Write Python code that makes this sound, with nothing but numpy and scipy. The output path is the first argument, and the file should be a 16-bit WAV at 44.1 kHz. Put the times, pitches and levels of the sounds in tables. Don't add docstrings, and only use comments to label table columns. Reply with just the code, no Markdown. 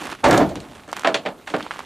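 import sys
import numpy as np
from scipy import signal
from scipy.fft import rfft, irfft, next_fast_len
from scipy.io import wavfile
from scipy.ndimage import uniform_filter1d, minimum_filter1d

SR = 44100
rng = np.random.default_rng(int(sys.argv[2]) if len(sys.argv) > 2 else 0)


def unload_wav(signal):
    wavfile.write(
        sys.argv[1],
        SR,
        np.round(np.clip(np.atleast_2d(signal).T, -1, 1) * 32767).astype(np.int16),
    )


N = 81585

# (time [s], boom [dB], drumming [dB], truck rumble [dB])
SLUMP_LEVELS = [(0.222, -75, -85, -53), (0.24, -21.5, -20, -28.5), (0.264, -37, -10, -17.5),
                (0.286, -8.5, -22, -35), (0.31, -19.5, -20, -26), (0.332, -9.5, -13.5, -33),
                (0.37, -12.5, -18.5, -34), (0.42, -19, -19.5, -33.5), (0.474, -27, -38.5, -34),
                (0.62, -44, -49.5, -43), (0.666, -43.5, -43, -60), (0.704, -42.5, -67, -51),
                (0.732, -49, -58, -56), (0.754, -54, -51, -61), (0.86, -64, -52.5, -61)]
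# (frequency [Hz], relative density [dB])
BOOM_SPECTRUM = [(65, -43), (110, -17), (189, -4), (221, -22), (252, -1.5), (324, -3.5), (384, -15),
                 (442, -53), (600, -2.5), (780, -31), (1320, -120)]
DRUM_SPECTRUM = [(210, -6), (350, -37), (404, -19.5), (824, -8), (906, -31), (1040, -11), (6000, -43.5),
                 (7800, -60), (13200, -120)]
PANEL_SPECTRUM = [(59, -52), (100, -25.5), (620, -5), (867, -7.5), (1460, -2.5), (2800, -8.5), (3760, -11),
                  (4940, -34), (6760, -38.5), (15000, -84)]
# (time [s], crack [dB], bass [dB], middle [dB], treble [dB], top [dB],
# favoured frequency [Hz], decay time factor [1])
IMPACTS = [(0.241, -7, -15, -15.5, -18.5, -23, 774, 3.3), (0.261, -9, -14, -10, -23, -27, 573, 1.1),
           (0.311, -9.5, -29, -12, -23, -21, 770, 0.54), (0.329, -5, -16, -22.5, -22, -26.5, 255, 3.3),
           (0.376, -13, -10.5, -32, -18.5, -18, 576, 0.6), (0.413, -6, -11.5, -16, -38, -46, 347, 0.81),
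           (0.491, -36, -43, -53, -33, -39.5, 318, 1.4), (0.556, -47, -32.5, -40, -30, -39.5, 270, 1.14),
           (0.602, -28, -46, -45, -40.5, -39, 355, 1.2), (0.878, -22.5, -42.5, -39, -54, -43, 288, 0.59),
           (0.888, -21.5, -45.5, -31.5, -41, -43.5, 786, 1.4),
           (1.047, 3.5, -17.5, -11.5, -17, -41, 704, 1.34), (1.072, 2.5, -19, -13, -19, -30.5, 590, 1.1),
           (1.143, -9, -22.5, -18.5, -11.5, -25, 590, 1.16), (1.252, -33, -30.5, -37, -32.5, -62, 750, 1.9),
           (1.26, -13, -24, -19, -21, -45, 590, 1), (1.287, -14, -41.5, -34.5, -70, -52, 350, 2.8),
           (1.473, -16.5, -38.5, -29.5, -31.5, -44, 1030, 1.4), (1.5, -27, -38, -44, -40.5, -41, 313, 3.3),
           (1.54, -5, -18.5, -13, -26, -42, 426, 0.88), (1.626, -35.5, -37.5, -49.5, -25.5, -45, 266, 0.38)]
# (frequency [Hz], time to fall 60 dB [s])
PANEL_DECAY = [(120, 0.39), (300, 0.22), (700, 0.21), (1800, 0.11), (4500, 0.12), (7000, .11),
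               (12000, 0.031)]
# (frequency [Hz], relative level [dB], time to fall 60 dB [s])
PANEL_MODES = [(188.4, -1, 0.18), (257, -6, .18), (303, -2, 0.19), (437, -9, 0.16), (576.6, -1.5, 0.13),
               (654.5, -5, 0.15), (770.4, -4, 0.11), (1015, -7, .12), (1371, -9, .1), (1524, -9, 0.12),
               (1760, -8, 0.082), (2170, -19, .08)]
# (time [s], tock level [dB], pitch [Hz], snap level [dB])
CLICKS_AND_ATTACKS = [(.023, -15, 860, -22), (0.054, -16, 890, -18.5), (.070, -18, 1250, -20),
                      (.078, -17, 880, -40), (.093, -17, 1110, -33), (.101, -20, 1000, -32),
                      (0.126, -17, 1000, -25), (.150, -21.5, 1450, -31), (0.3103, -29, 1400, -3),
                      (.3765, -21, 3700, -13), (.379, -12, 6200, -3), (.381, -22, 3700, -16),
                      (.492, -34, 4200, -29), (.521, -40, 4500, -36), (0.556, -17.5, 1040, -21),
                      (.722, -30, 3300, -46), (.796, -28.5, 1480, -58), (.836, -29.5, 2510, -38),
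                      (0.916, -37, 1480, -24), (.929, -7.5, 880, -13), (0.967, -13, 1230, -14),
                      (0.987, -18, 1500, -34), (.995, -19, 1100, -14), (1.02, -36, 1370, -24),
                      (1.035, -14, 1420, -24), (1.0465, -6, 1450, -34), (1.0728, -6, 3600, -27),
                      (1.289, -35, 900, -31), (1.399, -33, 1440, -45), (1.477, -10.5, 1920, -22),
                      (1.503, -15, 3200, -25), (1.5387, -9.5, 990, -32), (1.565, -15, 3500, -21),
                      (1.599, -18, 1600, -39), (1.607, -11.5, 1320, -32), (1.628, -31, 4200, -36),
                      (1.665, -13, 980, -32), (1.709, -8.5, 1450, -28), (1.715, -11, 1550, -40),
                      (1.742, -22, 1190, -43), (1.760, -19.5, 990, -32.5), (1.792, -11.5, 1050, -20.5),
                      (1.805, -15.5, 1110, -41), (1.836, -28, 1010, -49)]
# (time [s], level [dB])
SCUFF_LEVELS = [(0, -34.5), (.05, -32.5), (.11, -33), (.145, -35.5), (.165, -49), (.22, -47), (.6, -50.5),
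                (.75, -45), (.86, -54.5), (.93, -49.5), (.98, -33), (1.03, -45), (1.2, -51), (1.44, -56.5),
                (1.49, -43), (1.53, -49), (1.62, -38), (1.69, -46.5), (1.73, -37), (1.78, -41.5),
                (1.82, -41), (1.85, -40)]
# (frequency [Hz], relative density [dB])
SCUFF_SPECTRUM = [(120, -8.5), (350, 1.5), (550, -5), (1000, -1), (2000, -6), (3300, -8.5), (4300, -11.5),
                  (5200, -18), (8000, -20.5), (12000, -26), (15000, -46)]
AIR_SPECTRUM = [(25, 10), (60, 6.5), (250, 11), (650, -4), (1500, -11), (4000, -10.5), (5200, -15.5),
                (8000, -13.5), (14000, -20.5), (16000, -40)]
# (frequency [Hz], left minus right [dB])
BALANCE = [(60, 2), (180, 3.5), (550, -4), (1650, -1), (4970, 0), (15000, 1)]
# (frequency [Hz], side relative to middle [dB])
SIDE_LEVELS = [(60, -20), (180, -30), (550, -28), (1650, -37), (5000, -23.5), (15000, -11)]

BAND_EDGES_HZ = 28 * 2 ** np.arange(0, 9.4, 1 / 3)
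KNOCK_HZ = (350, 1300, 3500, 8000)
KNOCK_GAIN_DB, CRACK_GAIN_DB, CRACK_T60_S = -4, -9, 0.0063
MODE_GAIN_DB, MODE_LOSS_DB_PER_OCTAVE, MODE_JITTER_S = 4.5, 11, 0.002025
TOCK_T60_CYCLES, SNAP_HZ = 4.87, (2050, 8330)
GRAINS_PER_S, GRAIN_SPREAD_DB = 3000, 3.5
HISS_DB, WIND_DB, AIR_WIDTH = -51, -67.5, 0.14
LIMIT_DB, RELEASE_DB_PER_S = -2.5, 150


def slump():
    silence = (SLUMP_LEVELS[-1][0] + .05, -90, -90, -90)
    boom_db, drum_db, rumble_db = in_time(SLUMP_LEVELS + [silence])
    boom = coloured(rng.standard_normal((2, N)), BOOM_SPECTRUM + [(1100, -51)])
    drum = coloured(rng.standard_normal((2, N)), [(200, -50)] + DRUM_SPECTRUM + [(9000, -74)])
    rumble = unit_rms(band(rng.standard_normal(N), 43, 124))
    return amp(boom_db) * boom + amp(drum_db) * drum + amp(rumble_db) * rumble


def knocks():
    times, crack, bass, middle, treble, top, favoured_hz, decay_factor = np.transpose(IMPACTS)
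    white, panel = rng.standard_normal((2, N)), 0
    bandwidth_db = 10 * np.log10(np.array(KNOCK_HZ) * 3 / SR)
    tilts = np.transpose([bass, middle, treble, top]) - at_hz(PANEL_SPECTRUM, KNOCK_HZ) - bandwidth_db
    for k, (low, high) in enumerate(zip(BAND_EDGES_HZ[5:], BAND_EDGES_HZ[6:])):
        hz = np.sqrt(low * high)
        tilt_db = np.array([np.interp(np.log(hz), np.log(KNOCK_HZ), row) for row in tilts])
        db = KNOCK_GAIN_DB + at_hz(PANEL_SPECTRUM, hz) + tilt_db
        ringing = decays(times, amp(db), at_hz(PANEL_DECAY, hz) * decay_factor)
        cracks = decays(times, amp(db - middle + crack + CRACK_GAIN_DB), CRACK_T60_S)
        panel = panel + band(white[k % 2] * (ringing + cracks), low, high)
    for hz, mode_db, t60 in PANEL_MODES:
        loss_db = MODE_LOSS_DB_PER_OCTAVE * np.abs(np.log2(hz / favoured_hz))
        db = bass + MODE_GAIN_DB + mode_db - loss_db + rng.normal(0, 1.1, len(times))
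        onsets = times + MODE_JITTER_S * rng.random(len(times))
        force = impulses(onsets, amp(db) * rng.choice([-1, 1], len(times)))
        panel = panel + ring(force, hz, t60)
    return signal.sosfilt(signal.butter(4, 126.5, "high", fs=SR, output="sos"), panel)


def clicks_and_attacks():
    times, tock_db, pitches, snap_db = np.transpose(CLICKS_AND_ATTACKS)
    tocks = sum(ring(impulses([time], amp(db)), hz, TOCK_T60_CYCLES / hz)
                for time, db, hz in zip(times, tock_db, pitches))
    fizz = rng.standard_normal(N) * decays(times, amp(snap_db - 12), t60=0.018)
    snaps = band(2 * impulses(times, amp(snap_db)) + fizz, *SNAP_HZ)
    wash = rng.standard_normal(N) * decays(times, amp(tock_db - 13.5), t60=0.072)
    return band(tocks, 510, 8300) + snaps + band(wash, 660, 2880)


def scuff():
    sizes = amp(GRAIN_SPREAD_DB * np.minimum(rng.exponential(1, N), 5))
    signs = rng.choice([-1, 1], N)
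    slips = rng.random(N) < GRAINS_PER_S * amp(4 * drift(40)) / SR
    grains = sizes * signs * slips
    level_db, = in_time(SCUFF_LEVELS)
    return amp(level_db) * coloured([grains, -grains], SCUFF_SPECTRUM)


def air():
    hiss = amp(HISS_DB) * coloured(rng.standard_normal((2, N)), AIR_SPECTRUM)
    gusts = amp(WIND_DB + 5.5 * drift(4))
    return hiss + gusts * unit_rms(band(rng.standard_normal(N), 30, 69))


def stereo(x):
    size = next_fast_len(N + 8192)
    hz = np.maximum(np.arange(size // 2 + 1) * SR / size, 20)
    smear = rng.standard_normal(4000) * np.exp(-np.arange(4000) / SR / .03)
    lean = amp(at_hz(BALANCE, hz) / 2)
    side = amp(at_hz(SIDE_LEVELS, hz)) * rfft(smear / np.linalg.norm(smear), size)
    return np.array([irfft(rfft(x, size) * gain, size)[:N] for gain in (lean + side, 1 / lean - side)])


def amp(db):
    return 10 ** (np.asarray(db) / 20)


def unit_rms(x):
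    return x / np.sqrt(np.mean(x ** 2) + 1e-20)


def in_time(rows):
    times, *columns = np.transpose(rows)
    return [np.interp(np.arange(N) / SR, times, db, left=-120) for db in columns]


def at_hz(points, hz):
    frequencies, values = np.transpose(points)
    return np.interp(np.log(hz), np.log(frequencies), values)


def drift(hz):
    pole = np.exp(-80 * np.pi * hz / SR)
    white = rng.standard_normal(N // 40 + 2002)
    slow = signal.lfilter([1], [1, -2 * pole, pole * pole], white)[2000:]
    return np.interp(np.arange(N) / 40, np.arange(len(slow)), unit_rms(slow))


def band(x, low, high):
    return signal.sosfilt(signal.butter(2, [low, high], "band", fs=SR, output="sos"), x + 1e-18)


def impulses(times, height):
    out = np.zeros(N)
    np.add.at(out, np.minimum((np.asarray(times) * SR).astype(int), N - 1), height)
    return out


def decays(times, height, t60):
    age = np.arange(N) / SR - np.asarray(times)[:, None]
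    fall = -np.log(1000) * 2 * np.maximum(age, 0) / np.reshape(t60, (-1, 1))
    power = (age >= 0) * np.reshape(height, (-1, 1)) ** 2 * np.exp(fall)
    return np.sqrt(power.sum(axis=0))


def ring(force, hz, t60):
    r, w = amp(-60 / (t60 * SR)), 2 * np.pi * hz / SR
    return signal.lfilter([0, np.sin(w)], [1, -2 * r * np.cos(w), r * r], force + 1e-18)


def coloured(pair, spectrum):
    run_in = [np.concatenate([x[-8000:], x]) for x in pair]
    out = 0
    for k, (low, high) in enumerate(zip(BAND_EDGES_HZ, BAND_EDGES_HZ[1:])):
        db = at_hz(spectrum, np.sqrt(low * high)) + 2 * drift(19.5)
        out = out + amp(db) * band(run_in[k % 2], low, high)[-N:]
    return unit_rms(out)


def scene():
    contacts = stereo(clicks_and_attacks() + scuff()) * amp([[-1], [1]])
    tailgate = stereo(slump() + knocks())
    background = air() + AIR_WIDTH * air() * [[1], [-1]]
    return tailgate + contacts + background


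def record(dry):
    dry = signal.sosfilt(signal.butter(2, 38.5, "high", fs=SR, output="sos"), dry)
    release = RELEASE_DB_PER_S * np.arange(N) / SR
    over_db = np.maximum(20 * np.log10(np.abs(dry).max(axis=0) + 1e-9) - LIMIT_DB, 0)
    held_db = np.maximum.accumulate(over_db + release) - release
    gain_db = uniform_filter1d(minimum_filter1d(-held_db, size=177), size=88)
    return signal.sosfilt(signal.cheby2(12, 70, 16500, fs=SR, output="sos"), dry * amp(gain_db))


dry = scene()
out = record(dry)
unload_wav(out)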